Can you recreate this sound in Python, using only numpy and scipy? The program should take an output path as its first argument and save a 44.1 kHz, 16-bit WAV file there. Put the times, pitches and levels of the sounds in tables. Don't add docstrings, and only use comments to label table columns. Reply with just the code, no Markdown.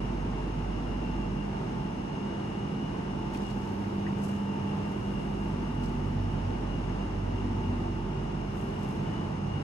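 import sys
import numpy as np
from scipy import signal
from scipy.fft import rfft, irfft, next_fast_len
from scipy.io import wavfile
from scipy.ndimage import uniform_filter1d, map_coordinates

SR = 44100
rng = np.random.default_rng(int(sys.argv[2]) if len(sys.argv) > 2 else 0)


def generate_wav(sig):
    pcm = np.round(np.clip(np.atleast_2d(sig).T, -1, 1) * 32767).astype(np.int16)
    wavfile.write(sys.argv[1], SR, pcm)


N = 424667
SHAFT_HZ = 48.25


def drone(turns, hum_hz=200.0, ring_hz=147.7, rough_db=-18):
    # time in seconds, level in dB.
    shaft = [(0.0, -35), (1.25, -37), (1.6, -43.5), (2.15, -50), (2.7, -52), (3.2, -43.5), (3.55, -45),
             (3.9, -52), (4.15, -50), (4.45, -59), (4.75, -61), (5.0, -46), (5.4, -40.5), (6.4, -36.5),
             (7.6, -37), (8.4, -40.5), (8.85, -47), (9.6, -49.5)]
    octave = [(0.0, -43.5), (0.9, -44), (1.6, -54), (2.7, -57), (4.1, -43), (4.8, -44), (5.1, -50),
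              (5.5, -42), (5.9, -41.5), (6.35, -35.5), (6.85, -44), (7.3, -35), (7.8, -36.5), (8.1, -41),
              (8.4, -50), (9.0, -41), (9.6, -39)]
    fifth = [(0, -42), (.45, -46), (1.1, -43.5), (1.5, -53), (2.05, -46), (2.4, -57), (3.15, -48),
             (5.35, -62), (5.55, -41.5), (5.95, -39), (6.35, -45.5), (6.75, -44), (7.15, -54), (7.45, -40),
             (7.8, -41), (8.2, -55), (9.63, -51)]
    seventh = [(0, -58), (.4, -48), (.95, -60), (1.2, -47), (1.8, -62), (2.3, -46), (2.75, -48), (3, -58),
               (3.38, -45), (3.65, -59), (3.88, -44.5), (4.3, -54), (4.6, -50), (5, -64), (5.25, -50),
               (5.7, -50), (6.35, -60), (6.7, -50), (7.4, -48.5), (8.05, -44.5), (8.65, -58), (8.95, -47),
               (9.63, -54)]
    eighth = [(0, -54), (1.3, -58), (1.68, -48.5), (1.92, -60), (2.17, -50), (2.42, -56), (2.65, -47),
              (2.95, -61), (3.75, -50), (3.95, -60), (4.2, -49), (4.6, -65), (4.95, -49), (5.35, -48),
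              (5.7, -55), (6.2, -51), (6.45, -56), (7.6, -51), (8.18, -45.5), (8.4, -57), (8.68, -45),
              (9.1, -55), (9.63, -62)]
    room_ring = [(0, -53), (1.7, -48), (3.2, -53), (4.1, -66), (5.7, -47), (6.05, -39.5), (6.6, -43),
                 (7.55, -60), (8.2, -47), (8.6, -52), (9.2, -44), (9.63, -45)]
    motor_hum = [(0, -54), (0.8, -48), (1.25, -39), (2, -42), (3.2, -38.5), (3.8, -35.5), (4.5, -33.5),
                 (5.15, -36.5), (5.8, -44), (6.4, -48), (7.4, -46), (8, -42), (9.63, -41.5)]
    pair = level(shaft) * rough_tone(turns, rough_db=-19)
    pair += level(octave) * rough_tone(turns, rough_db=-2, order=2)
    for order, rows in [(5, fifth), (7, seventh), (8, eighth)]:
        pair += level(rows) * rough_tone(turns, rough_db, order=order)
    pair += level(room_ring) * rough_tone(ring_hz * clock(), rough_db)
    return pair + level(motor_hum) * rough_tone(hum_hz * clock(), rough_db)


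def air(rumble_db=-39, rush_db=-38.5, boom_hz=151, boom_width_hz=14):
    # frequency in Hz, relative level in dB.
    rumble_colour = [(20, -55), (28, -39), (36, -24), (54, -13), (68, -4.5), (82, -7.5), (90, -8.5),
                     (105, -1.5), (125, -1), (152, -5), (190, -3), (260, -9.5), (500, -65.5)]
    rush_colour = [(100, -8.5), (200, 3.5), (340, 0.5), (420, -4.5), (520, -11), (740, -10), (880, -8),
                   (1150, -13.5), (1700, -22), (2500, -24.5), (4400, -34.5), (6300, -37.5), (8500, -44.5),
                   (10500, -44.5), (13500, -72)]
    # time in seconds, level in dB.
    booming = [(0.0, -47), (1.2, -42), (2.4, -48), (5.0, -45.5), (6.2, -44), (7.4, -45.5), (9.6, -37.5)]
    rumble = amp(rumble_db - 0.57 * wobble(3.8)) * noise(lambda hz: amp(along(rumble_colour, hz)))
    boom = level(booming) * noise(lambda hz: 1 / (1 + ((hz - boom_hz) / boom_width_hz) ** 2))
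    rush = amp(rush_db + 0.58 * wobble(5)) * noise(lambda hz: amp(along(rush_colour, hz)))
    return rumble + boom + rush


def overtones(turns):
    # time in seconds, level in dB.
    ninth = [(0, -56), (.5, -52), (.9, -59), (1.8, -55), (3.2, -56), (3.7, -63), (4.15, -49.5),
             (4.7, -50.5), (5.1, -62), (6.5, -59), (6.95, -52), (7.2, -66), (8.6, -55), (9.63, -58)]
    blades = [(0, -59), (.6, -52.5), (.8, -60), (1.1, -51), (1.6, -59), (1.8, -50), (2.1, -63), (2.6, -66),
              (3, -53.5), (3.7, -50.5), (3.95, -62), (4.3, -50), (4.52, -57), (4.75, -50), (5, -65),
              (5.5, -54), (6.4, -53.5), (7.25, -60), (7.55, -50.5), (7.9, -51.5), (8.45, -62), (8.8, -54.5),
              (9.25, -53.5), (9.63, -66)]
    above_blades = [(0, -61), (.45, -53.5), (.7, -65), (.92, -53), (1.25, -63), (2.35, -56), (2.6, -62),
                    (3.4, -54), (4.2, -56), (4.45, -62), (4.65, -53), (5.1, -70), (5.35, -57), (6.8, -63),
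                    (7.55, -55), (8.1, -54), (8.6, -70), (9.2, -58), (9.63, -66)]
    # vibrations per turn, level in dB.
    weak_tones = [(6, -53.5), (10, -65.5), (20, -85), (23, -75), (24, -71.5), (25, -67.5), (26, -72.5),
                  (29, -77), (32, -72)]
    pair = np.zeros((2, N))
    for order, rows in [(9, ninth), (18, blades), (19, above_blades)]:
        pair += along_path(reflected(order * turns, steady=3), rows)
    for order, db in weak_tones:
        pair += amp(db) * reflected(round(order) * turns, steady=1.6)
    return pair


def whines(turns, low_hz=2663, high_hz=2890, whistle_hz=2849.5, slow_rotor_hz=46.5):
    low_tones = [-15, -5, -1, -1]
    high_tones = [0, 2, -2.5, -7, -9.5, -12]
    # time in seconds, level in dB before the trims below.
    low_levels = [(0, -63), (1.2, -61), (1.7, -63), (2.4, -62), (3.1, -65), (3.5, -63), (3.85, -64),
                  (4.4, -62), (5.2, -61), (6.4, -65), (7, -63), (8.1, -64), (8.9, -63), (9.35, -66),
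                  (9.63, -62)]
    high_levels = [(0, -61), (.4, -67), (1.2, -62), (1.6, -66), (2.4, -60), (2.85, -60), (3.5, -61),
                   (3.85, -66), (4.1, -61), (5.4, -63), (6.2, -61.5), (7.3, -64), (8.8, -63), (9.15, -62),
                   (9.45, -66), (9.63, -63)]
    whistle_levels = [(0, -65), (.3, -70), (.7, -62), (1.25, -61), (1.6, -70), (2.0, -60.5), (2.35, -55),
                      (2.85, -56.5), (3.1, -66), (3.5, -64), (3.85, -67), (4.1, -61.5), (5.2, -59.5),
                      (6.2, -67), (6.7, -66), (7.3, -66), (7.8, -62), (8.3, -64), (8.9, -63), (9.35, -70),
                      (9.63, -63)]
    low = motor_whine(turns, low_hz, slow_rotor_hz, low_tones, steady=0.9)
    high = motor_whine(turns, high_hz, SHAFT_HZ, high_tones, steady=1.4)
    whistle = reflected(whistle_hz * turns / SHAFT_HZ, steady=4.5)
    haze = amp(-68) * noise(lambda hz: bell(hz - 2850, width=120))
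    pair = amp(-0.1) * along_path(low, low_levels)
    pair += amp(-2.5) * along_path(high, high_levels)
    pair += amp(-2.0) * along_path(whistle, whistle_levels)
    return pair + haze


def motor_whine(turns, lowest_hz, rotor_hz, tones_db, steady):
    seconds = turns / SHAFT_HZ
    tones = (amp(db) * reflected((lowest_hz + k * rotor_hz) * seconds, steady)
             for k, db in enumerate(tones_db))
    return unit(sum(tones))


def squeaks(turns, flutter=0.48, side_db=-3):
    # time of the peak in seconds, level in dB, half the length in seconds, pitch in Hz.
    flares = [(.05, -62, .1, 2889), (.41, -61, .08, 2757), (.76, -59.5, .1, 2889), (.89, -60, .08, 2849),
              (1.06, -57, .08, 2757), (1.21, -54.5, .08, 2757), (1.42, -59, .07, 2802),
              (1.57, -59, .08, 2802), (2.85, -59, .08, 2939), (3.2, -62, .07, 2889),
              (3.48, -56.5, .09, 2849), (4.04, -59.5, .12, 2889), (4.32, -57, .11, 2849),
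              (4.51, -58.5, .08, 2802), (4.69, -59, .08, 2802), (4.86, -57.5, .1, 2757),
              (5.05, -59, .07, 2849), (5.17, -57, .08, 2802), (5.43, -60, .08, 2802),
              (5.57, -60, .08, 2849), (5.83, -59, .1, 2849), (6.32, -62.5, .09, 2889),
              (6.58, -60, .07, 2849), (6.74, -55.5, .08, 2849), (7.01, -55.5, .08, 2802),
              (7.38, -60.5, .07, 2802), (7.65, -60, .08, 2849), (7.87, -59.5, .09, 2802),
              (8.75, -62, .08, 2849), (9.14, -57, .25, 2939), (9.55, -56.5, .1, 2849)]
    pair = np.zeros((2, N))
    for peak_s, db, half_s, hz in flares:
        t = clock() - peak_s
        near = np.abs(t) < half_s
        swell = amp(db) * np.cos(np.pi / 2 * t[near] / half_s) ** 2
        throb = 1 + flutter * np.cos(2 * np.pi * (turns[near] + rng.random()))
        tone = np.sin(2 * np.pi * (hz * t[near] + rng.random((2, 1))))
        pair[:, near] += swell * unit(throb * tone)
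    return pair * amp([[0], [side_db]])


def scuffs(grain_db=4.0):
    # time of the peak in seconds, level in dB, rise in seconds, seconds to fade by 60 dB,
    # centre frequency in Hz, width in octaves.
    strokes = [(3.348, -57, 0.013, 0.3, 4000, 1), (3.46, -62.5, 0.067, 2.1, 4400, 0.74),
               (3.7, -79, 0.45, 5.5, 11000, .35), (4.245, -58.5, 0.022, 0.4, 7000, 0.6),
               (4.29, -65.5, .11, .9, 6200, .65), (5.2, -75, 0.62, 7.6, 8400, 0.45),
               (5.85, -62, .025, 0.4, 5200, 0.71), (8.61, -68, .09, 0.8, 7500, .7),
               (8.9, -67, 0.13, 0.8, 6200, .85)]
    pair = np.zeros((2, N))
    for peak_s, db, rise_s, fade_s, centre_hz, octaves in strokes:
        t = clock() - peak_s
        swell = np.exp(-(np.minimum(t, 0) / rise_s) ** 2)
        fade = amp(-60 * np.maximum(t, 0) / fade_s)
        hiss = noise_band(centre_hz, octaves)
        pair += amp(db + grain_db * wobble(200)) * swell * fade * hiss
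    return pair


def ticks(rise_s=0.0012, fade_s=0.076):
    # time in seconds, peak level in dB, centre frequency in Hz.
    grit = [(3.348, -47, 2670), (3.843, -53, 1700), (4.066, -46, 1850)]
    pair = np.zeros((2, N))
    for peak_s, db, ring_hz in grit:
        t = clock() - peak_s
        onset = np.clip(1 + t / rise_s, 0, 1)
        pair += onset * amp(db - 60 * np.abs(t) / fade_s) * noise_band(ring_hz, octaves=0.25)
    return pair


def sizzle():
    # centre frequency in Hz, level in dB, width in Hz.
    bands = [(5130, -76.5, 240), (5410, -75, 130), (5660, -81.5, 100), (6170, -78.5, 67), (6510, -77.5, 90),
             (8040, -87, 110), (9860, -85.5, 220)]

    def colour(hz):
        power = 0
        for centre, db, width in bands:
            ripple = np.exp(np.cos(2 * np.pi * (hz - centre) / SHAFT_HZ))
            power += amp(db) ** 2 / width * bell(hz - centre, width / 2) * ripple
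        return np.sqrt(power)

    total_gain = np.sqrt(sum(amp(db) ** 2 for _, db, _ in bands))
    return total_gain * noise(colour)


def rough_tone(cycles, rough_db, order=1, width_hz=9):
    pitch_hz = order * cycles[-1] / clock()[-1]
    tone = np.sqrt(2) * np.sin(2 * np.pi * (order * cycles + rng.random()))
    roughness = amp(rough_db) * noise(lambda hz: bell(hz - pitch_hz, width_hz))
    return (np.outer([1, 0], tone) + roughness) / np.hypot(1, amp(rough_db))


def reflected(cycles, steady, mic_m_per_s=1.2, sound_m_per_s=343):
    wavelength_m = sound_m_per_s * clock()[-1] / cycles[-1]
    fade_rate = 2 * mic_m_per_s / wavelength_m
    angles = 2 * np.pi * (cycles + rng.random((2, 1)))
    return np.array([unit((steady + wobble(fade_rate)) * np.cos(angle) + wobble(fade_rate) * np.sin(angle))
                     for angle in angles])


def along_path(pair, rows, smooth_s=0.46):
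    gain = level(rows)
    slow_power = uniform_filter1d(pair[0] ** 2, int(smooth_s * SR))
    slow_level = np.sqrt(np.abs(slow_power) + 1e-9)
    average_gain = np.sqrt(np.mean(gain ** 2))
    return np.array([gain * pair[0] / slow_level, average_gain * unit(pair[1])])


def chamber(pair):
    # frequency in Hz, share from 0 to 1.
    left_first = [(420, 0.07), (600, 0.73), (900, 0.44), (1600, 0.25), (2600, 0)]
    # frequency in Hz, side against mid in dB.
    width = [(60, -6.5), (91, -14), (140, -25.5), (210, -12), (320, -11.5), (480, 3.5), (730, 2.5),
             (1110, -1.5), (1690, 4), (2560, -1), (3880, -1), (5890, 1.5), (8940, -21), (13600, 12)]
    # frequency in Hz, left against right in dB.
    lean = [(60, -3), (98, -1), (160, -3), (260, 0), (430, -3), (710, -3.5), (1150, 2.5), (1890, 3.0),
            (3090, 5), (5060, 4.0), (8280, 0.5), (13600, -0.5)]
    lead = lambda hz: np.clip(along(left_first, hz), -1, 1)
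    mid = pair[0]
    early = filtered(mid, lambda hz: 1j * lead(hz))
    scattered = filtered(pair[1], lambda hz: np.sqrt(1 - lead(hz) ** 2))
    side = filtered(early + scattered, lambda hz: amp(along(width, hz)))
    left_right = np.array([mid + side, mid - side])
    return filtered(left_right, lambda hz: amp(np.outer([.5, -.5], along(lean, hz))))


def amp(db):
    return 10 ** (np.asarray(db) / 20)


def unit(x):
    return x / np.sqrt(np.mean(np.abs(x) ** 2) + 1e-20)


def bell(offset, width):
    return np.exp(-.5 * (offset / width) ** 2)


def along(points, hz):
    frequencies, values = np.transpose(points)
    return np.interp(np.log(hz + 1), np.log(frequencies + 1), values)


def clock():
    return np.arange(N) / SR


def level(rows):
    return amp(np.interp(clock(), *np.transpose(rows)))


def wobble(rate):
    coarse = clock()[::64]
    points = rng.standard_normal(1024)
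    return np.interp(clock(), coarse, map_coordinates(points, [coarse * rate], mode="wrap"))


def filtered(x, response):
    size = next_fast_len(N + 8192)
    return irfft(rfft(x, size) * response(np.fft.rfftfreq(size, 1 / SR)), size)[..., :N]


def noise(response):
    return unit(filtered(rng.standard_normal((2, N)), response))


def noise_band(centre_hz, octaves):
    return noise(lambda hz: bell(np.log2((hz + 1) / centre_hz), octaves))


def scene(drift=0.000482):
    turns = np.cumsum(SHAFT_HZ * (1 + drift * wobble(2.944))) / SR
    fans = drone(turns) + overtones(turns) + whines(turns) + squeaks(turns) + sizzle() + air()
    soft_ends = signal.windows.tukey(N, 0.001)
    return chamber(soft_ends * (fans + scuffs() + ticks()))


def record(dry, low_cut_hz=33, top_hz=13600):
    return filtered(dry, lambda hz: (hz < top_hz) / np.sqrt(1 + (low_cut_hz / (hz + 1)) ** 12))


dry = scene()
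out = record(dry)
generate_wav(out)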